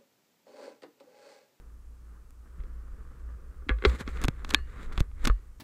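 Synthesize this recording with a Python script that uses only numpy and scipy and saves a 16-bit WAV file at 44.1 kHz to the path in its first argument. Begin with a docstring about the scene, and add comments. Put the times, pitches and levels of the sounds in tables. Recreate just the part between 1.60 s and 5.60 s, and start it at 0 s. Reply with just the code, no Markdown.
"""On an open road, a parked bicycle rig is handled close by.
Two hollow knocks, each a cluster of quick blows, shake its frame. Small hard parts click and clatter
as they meet, and one sharp snap leaves a metal piece ringing. In between, soft bumps sway the rig
and shifting parts rub. Behind it all lie a low rumble, a wavering hum and faint distant noise."""
import sys
import numpy as np
from scipy import signal
from scipy.fft import rfft, irfft
from scipy.io import wavfile
from scipy.ndimage import uniform_filter1d

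SR = 44100
rng = np.random.default_rng(int(sys.argv[2]) if len(sys.argv) > 2 else 0)


def to_wav(s):
    """Save 16-bit WAV."""
    ch = np.atleast_2d(s).T  # columns
    pcm = np.round(np.clip(ch, -1, 1) * 32767)  # PCM
    wavfile.write(sys.argv[1], SR, pcm.astype(np.int16))


N = 176400
T = np.arange(N) / SR

# Levels compare the rows of one table. A "colour" says how strong the low and high pitches are.
# colours of the steady hiss, the dull shuffling wash and the rumble: (pitch [Hz], level [dB])
HISS_COLOUR = [(90, 1.5), (290, -4.5), (480, -9.5), (700, -18), (1200, -12.5), (2000, -21.5), (3500, -27.5),
               (8000, -24.5), (10000, -27.5), (15000, -30)]
DULL_COLOUR = [(120, 1), (290, -8), (500, -9), (650, -19), (900, -20), (1200, -9), (1700, -17), (2300, -28),
               (5000, -44)]
DEEP_COLOUR = [(20, 2), (45, -10.5), (57, 1.5), (75, -15), (200, -39)]
# how the wash, the rumble and the hum rise and fall: (time [s], level [dB])
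WASH_LEVELS = [(0, -63.5), (.3, -77), (.55, -61.5), (.72, -79), (.87, -67), (1.0, -57.5), (1.15, -61.5),
               (1.4, -58.5), (2.0, -62), (4, -79.5)]
RUMBLE_LEVELS = [(0, -47), (.72, -51.5), (1.05, -44), (2.02, -43), (2.6, -36), (3.7, -37), (3.85, -46.5)]
HUM_LEVELS = [(0, -53.5), (.55, -45), (.66, -60), (.95, -52.5), (1.1, -43), (1.9, -45), (2.02, -68)]

# rubbing as the parts are shifted: (time [s], level [dB])
RUB_LEVELS = [(2.19, -62), (2.27, -39), (2.36, -42), (2.38, -54), (2.41, -39.5), (2.45, -62), (2.49, -42.5),
              (2.52, -51.5), (2.63, -45.5), (2.72, -57.5), (2.85, -58), (2.93, -39.5), (2.97, -50.5),
              (3.045, -65.5), (3.075, -56.5), (3.23, -47.5), (3.295, -56.5), (3.39, -47.5), (3.44, -61),
              (3.53, -75.5), (3.65, -41), (3.70, -42.5), (3.735, -61.5), (4, -78.5)]
# hissing scuffs and gritty scrapes: (peak time [s], level [dB], half-width [s])
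SCUFF_SWELLS = [(2.404, -52, 0.0096), (2.629, -54, 0.0098), (2.907, -33, 0.002), (3.33, -57.5, 0.0039),
                (3.404, -47.5, 0.0055), (3.654, -31.5, 0.0022)]
SCRAPE_SWELLS = [(.865, -61, 0.018), (1.42, -66, 0.012), (1.53, -63.5, 0.017), (1.70, -54.5, 0.013)]
# colours of the rubbing and the scuffs: (pitch [Hz], level [dB])
RUBBING_COLOUR = [(150, 5.5), (350, 0), (500, 1.5), (620, -9), (880, -10), (1200, -1), (2100, -6.5),
                  (2850, -19.5), (3800, -17), (5500, -30.5), (7400, -23), (9000, -30.5), (14000, -39)]
BRIGHT_COLOUR = [(1000, 1.5), (3500, 6.5), (11000, -6), (15000, -19.5)]
# soft bumps that sway the rig: (time [s], level [dB], pitch [Hz], ring time [s], rise time [s])
SOFT_BUMPS = [(0.979, -41.5, 149.5, 0.11, 0.0043), (0.997, -26.5, 33.3, 0.27, 0.004),
              (1.331, -29.5, 50, 0.12, 0.0032), (2.066, -38, 280, 0.068, 0.001),
              (2.093, -16.5, 272, 0.038, 0.0026), (2.108, -17, 52.8, 0.41, 0.0013),
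              (2.266, -13.5, 62.3, 0.3, 0.0024), (2.477, -26, 255, 0.02, 0.0021),
              (2.477, -24.5, 255, 0.02, 0.0014), (2.6453, -13, 41.7, 0.1, 0.00057),
              (2.683, -9.5, 129, 0.032, 0.0011), (3.378, -17, 51.1, 0.13, 0.00092),
              (3.4082, -3, 44.2, 0.04, 0.0013), (3.41, -12, 164, 0.013, 0.0011),
              (3.637, -10.5, 23.3, 0.17, 0.0085), (3.671, -14.5, 239, 0.015, 0.00045),
              (3.698, -9.5, 44, 0.2, 0.0019)]

# small parts meeting: (time [s], level [dB], contact fade [s], thud [dB], brightness [dB])
PART_CLICKS = [(0.7068, -55.5, 0.0004, -7, 2), (2.296, -36, 0.0063, -12, -13.5),
               (2.572, -38, 0.0029, -20, -22), (2.616, -36, .0013, 2.5, -3), (2.6395, -25, 0.002, -4, -3),
               (2.6448, -21, 0.00084, -12, -19), (2.6513, -30.5, 0.0026, 5, -7),
               (2.683, -17.5, 0.0015, 0, -14.5), (2.847, -30.5, 0.0026, -10, -16),
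               (2.8916, -37, 0.0048, 1.5, -8), (2.9079, -31, 0.0041, -32, -15),
               (2.938, -25.5, 0.0035, 2.5, -9.5), (3.323, -36.5, 0.00091, -11, -32),
               (3.3775, -22.5, 0.0011, -6.5, -20.5), (3.382, -30.5, 0.0019, -3, -23),
               (3.4049, -22, 0.0011, 0.5, -11), (3.515, -51.5, 0.00087, -22, -33),
               (3.643, -39.5, 0.0025, 1, -2), (3.655, -21, 0.00025, -20, -11),
               (3.673, -18.5, 0.0033, -5, -9.5), (3.680, -24, 0.0026, -1.5, -18.5)]
# knocks on the frame: (time [s], level [dB], contact fade [s], boom [dB], treble limit [Hz])
FRAME_KNOCKS = [(1.003, -53, 0.0045, -8, 4050), (1.036, -53.5, 0.0051, 5, 5500),
                (2.021, -50, 0.0029, 1.5, 1270), (2.0873, -33.5, 0.0066, -18, 4260),
                (2.0928, -12.5, 0.00049, -17, 3260), (2.099, -27, 0.02, 2.5, 2640),
                (2.186, -44.5, 0.0023, -4, 3970), (2.223, -29.5, 0.0015, -3, 3540),
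                (2.2387, -27.5, 0.00082, 3, 2680), (2.2502, -9, 0.0055, -0.5, 4500),
                (2.255, -13.5, 0.00067, -1.5, 4570), (2.261, -35.5, 0.0029, 19, 7000),
                (2.4764, -29.5, 0.0031, -18, 5950), (2.987, -42, 0.003, -11, 1700)]
# clean, hard blows: (time [s], level [dB])
CLUNK_BLOWS = [(3.6992, -25.5)]  # a part settles into its seat
SNAP_BLOWS = [(2.9462, 4.5), (2.9473, -3.5)]  # the snap and its quick rebound
METAL_BLOWS = [(2.9465, -35.5), (3.673, -43)]  # these reach the metal piece
TAIL_BLOWS = [(2.0926, -26), (2.2502, -42.5)]  # these leave the frame ringing on

# A "mode" is a tone that a struck thing rings with. It fades by 60 dB in its ring time.
# modes of each thing: (pitch [Hz], level [dB], ring time [s])
PART_MODES = [(840, -8, 0.023), (1151, 12, 0.006), (1500, 1.5, 0.01), (2050, 7.5, 0.0041),
              (2540, 1, 0.0069), (3360, 1.5, 0.009)]  # small hard parts
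EDGE_MODES = [(6760, -5.5, 0.00057), (6720, -0.5, 0.0022), (8150, 4.5, 0.00072), (11870, -9.5, .002)]  # the bright edge of a click or knock
SEAT_MODES = [(437, 3, 0.011), (1135, -6.5, 0.061), (1226, 4, 0.024)]  # the part that settles
SNAPPING_MODES = [(302, -11.5, 0.03), (1180, -12, 0.019), (1660, 2, 0.0075), (2346, 5.5, 0.01),
                  (3200, 5, 0.011), (3670, -11, 0.017), (3990, -32.5, 0.063), (6590, -8, 0.0055),
                  (9900, -10, .003), (11100, -11, 0.0028)]  # the part that snaps
METAL_MODES = [(1733, 0, .16), (1879, -19, .45), (2584, -14, .16), (2848, -21, .42), (4269, -9, .16),
               (4576, -33, .5), (9157, -29, .13)]  # the ringing metal piece
FRAME_MODES = [(804, -9, 0.066), (1158, 4.5, 0.044), (1472, 16.5, 0.01), (1870, -5, 0.029),
               (2073, 10.5, 0.018), (2550, -8, 0.024), (3240, 7, 0.0096), (3890, -3.5, 0.03),
               (4350, -17.5, 0.083), (5190, -5, 0.0062)]  # the hollow frame
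BOOM_MODES = [(362, -28, 0.032), (410, -13.5, 0.058), (508.2, -21, 0.16)]  # its low boom
TAIL_MODES = [(1198, -11.5, 0.12), (1678, -0.5, .1), (2070, -6, 0.069)]  # its slower-fading tones


def from_db(db):
    """Turn decibels into a number to multiply by."""
    return 10 ** (np.asarray(db) / 20)


def rms_one(x):
    """Scale a sound so that its average strength (rms) is 1."""
    return x / np.sqrt(np.mean(x ** 2) + 1e-20)


def peak_one(x):
    """Scale a sound so that its loudest 1.5 ms has strength 1."""
    return x / np.sqrt(uniform_filter1d(x * x, 66).max())


def level(rows):
    """Join (time, level) points into a volume curve, silent until just before the first."""
    s, db = np.transpose(rows)
    return from_db(np.interp(T, s, db)) * (T >= s[0] - .05)


def swells(rows):
    """A volume curve made of bell-shaped rises."""
    return sum(from_db(db) * np.exp(-.5 * ((T - s) / width) ** 2) for s, db, width in rows)


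def add(out, s, x):
    """Mix a short sound in at time s."""
    start = int(s * SR)
    out[start:start + len(x)] += x[:N - start]


def lowpass(x, hz, order=4):
    """Cut the treble above hz."""
    return signal.sosfilt(signal.butter(order, hz, fs=SR, output="sos"), x)


def coloured(x, colour):
    """Give a sound a colour; pitches beyond the table's ends fall away steeply."""
    hz, db = np.transpose(colour)
    f = np.maximum(np.arange(N // 2 + 1) * SR / N, 1)
    shape = from_db(np.interp(np.log(f), np.log(hz), db))
    ends = 1 / np.sqrt((1 + (hz[0] * .8 / f) ** 8) * (1 + (f / hz[-1] / 1.2) ** 8))
    return rms_one(irfft(rfft(x) * ends * shape, N))


def grit(per_s, spread_db=3):
    """Tiny slips of uneven size at random moments."""
    sizes = rng.choice([-1, 1], N) * from_db(spread_db * np.minimum(rng.exponential(1, N), 3))
    return rms_one((rng.random(N) < per_s / SR) * sizes)


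def flutter(x, depth_db, changes_per_s=35.04, splits_hz=(1700, 2600, 3200)):
    """Split a sound into four pitch bands that each swell and fade at random."""
    out, swings = 0, rng.standard_normal((4, 2000))
    lows = [signal.sosfiltfilt(signal.butter(3, hz, fs=SR, output="sos"), x) for hz in splits_hz]
    bands = np.diff([0 * x, *lows, x], axis=0)
    for band, swing in zip(bands, swings):
        out += band * from_db(depth_db * np.interp(T * changes_per_s, np.arange(len(swing)), swing))
    return rms_one(out)


def ring(force, modes):
    """A force sets all the modes ringing, and each dies away at its own speed."""
    out = 0
    for hz, db, ring_s in modes:
        fade = np.exp(-np.log(1000) / (ring_s * SR))
        feedback = [1, -2 * fade * np.cos(2 * np.pi * hz / SR), fade * fade]
        out += from_db(db) * signal.lfilter([1, 0, -1], feedback, force + 1e-18) / 2
    return out


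def contact(fade_s, size=6000):
    """The force of a rough contact: a first touch and a dying crackle, even across all pitches."""
    fade = np.exp(-T[:size] / fade_s)
    spectrum = rfft(rng.standard_normal(size) * fade + 3 * signal.unit_impulse(size))
    return irfft(spectrum / (np.abs(spectrum) + 1e-9), size) * np.sqrt(fade)


def struck(blows, modes, top_hz):
    """Clean, hard blows, each a single instant push, set the modes ringing."""
    force = np.zeros(N)
    for s, db in blows:
        add(force, s, from_db([db]))
    return lowpass(ring(force, modes), top_hz, order=2)


def outdoors(hiss_db=-65):
    """The background: a steady hiss, a dull grainy wash and a low rumble."""
    hiss, wash, rumble = rng.standard_normal((3, N))
    hiss = from_db(hiss_db) * coloured(hiss, HISS_COLOUR)
    wash = coloured(wash + grit(per_s=700), DULL_COLOUR)
    wash = level(WASH_LEVELS) * flutter(wash, depth_db=0.5)
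    rumble = level(RUMBLE_LEVELS) * coloured(rumble, DEEP_COLOUR)
    return hiss + wash + rumble


def hum(hz=56.9, waver_hz=1.38, waver_db=2.5, wavers_per_s=7):
    """A low tone that wavers at random in pitch and level."""
    bend, swing = [np.interp(T * wavers_per_s, np.arange(400), points)
                   for points in rng.standard_normal((2, 400))]
    phase = 2 * np.pi * np.cumsum(hz + waver_hz * bend) / SR
    return level(HUM_LEVELS) * rms_one(from_db(waver_db * swing) * np.sin(phase))


def rubbing():
    """Shifting parts slip in many tiny steps, with a few bright scuffs and dull, gritty scrapes."""
    friction = 0.43 * grit(per_s=500) + .5 * rng.standard_normal(N)
    rub = level(RUB_LEVELS) * flutter(coloured(friction, RUBBING_COLOUR), depth_db=3)
    scuffs = swells(SCUFF_SWELLS) * coloured(friction, BRIGHT_COLOUR)
    scrapes = swells(SCRAPE_SWELLS) * coloured(grit(per_s=660), DULL_COLOUR)
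    return rub + scuffs + scrapes


def bumps():
    """Each soft bump sways the rig, making a low tone that soon dies away."""
    out, t = np.zeros(N), T[:30000]
    for s, db, hz, ring_s, rise_s in SOFT_BUMPS:
        volume = from_db(db - 60 * t / ring_s) * (1 - np.exp(-t / rise_s))
        add(out, s, volume * np.sin(2 * np.pi * hz * t))
    return out


def clunk():
    """One last dull blow as a part settles into its seat."""
    return struck(CLUNK_BLOWS, SEAT_MODES, top_hz=2090)


def clicks(thud_hz=250, thud_ring_s=0.021, top_hz=7500, dulling=0.26):
    """Small parts meet: a dry tick, a thud under it and a bright edge. Each has its own brightness."""
    out = np.zeros(N)
    for s, db, fade_s, thud_db, bright_db in PART_CLICKS:
        force = contact(fade_s)
        tick = peak_one(lowpass(ring(force, PART_MODES), top_hz * from_db(dulling * bright_db)))
        thud = peak_one(lowpass(ring(force, [(thud_hz, 0, thud_ring_s)]), 2 * thud_hz, order=2))
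        edge = peak_one(ring(force, EDGE_MODES))
        add(out, s, from_db(db - 3) * (tick + from_db(thud_db) * thud + from_db(bright_db) * edge))
    return out


def snap(crack_db=-13):
    """A sharp snap leaves a metal piece ringing; a later, softer blow rings it again."""
    crack = from_db(crack_db) * struck(SNAP_BLOWS, SNAPPING_MODES, top_hz=7000)
    return crack + struck(METAL_BLOWS, METAL_MODES, top_hz=12000)


def knocks(edge_db=-36, bass_cut_hz=820):
    """Blows make the hollow frame ring and boom, some duller, some brighter; the two loudest ring on."""
    out = np.zeros(N)
    boom = peak_one(lowpass(ring(signal.unit_impulse(6000), BOOM_MODES), 470, order=6))
    bass_cut = signal.butter(3, bass_cut_hz, "high", fs=SR, output="sos")
    for s, db, fade_s, boom_db, top_hz in FRAME_KNOCKS:
        force = contact(fade_s)
        frame = lowpass(ring(force, FRAME_MODES), top_hz, order=5)
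        frame = peak_one(signal.sosfilt(bass_cut, frame))
        edge = peak_one(ring(force, EDGE_MODES))
        add(out, s, from_db(db - 5) * (frame + from_db(boom_db) * boom + from_db(edge_db) * edge))
    return out + struck(TAIL_BLOWS, TAIL_MODES, top_hz=6000)


def scene():
    """The handled rig and its open-air background, mixed into one channel."""
    rig = knocks() + snap() + clicks() + clunk() + bumps() + rubbing()
    return (rig + outdoors() + hum())[None]


def record(dry, top_hz=15500):
    """Round off the loudest peaks and cut the highest treble."""
    treble_cut = signal.ellip(8, .2, 70, top_hz, fs=SR, output="sos")
    return signal.sosfilt(treble_cut, np.tanh(dry))


dry = scene()
out = record(dry)
to_wav(out)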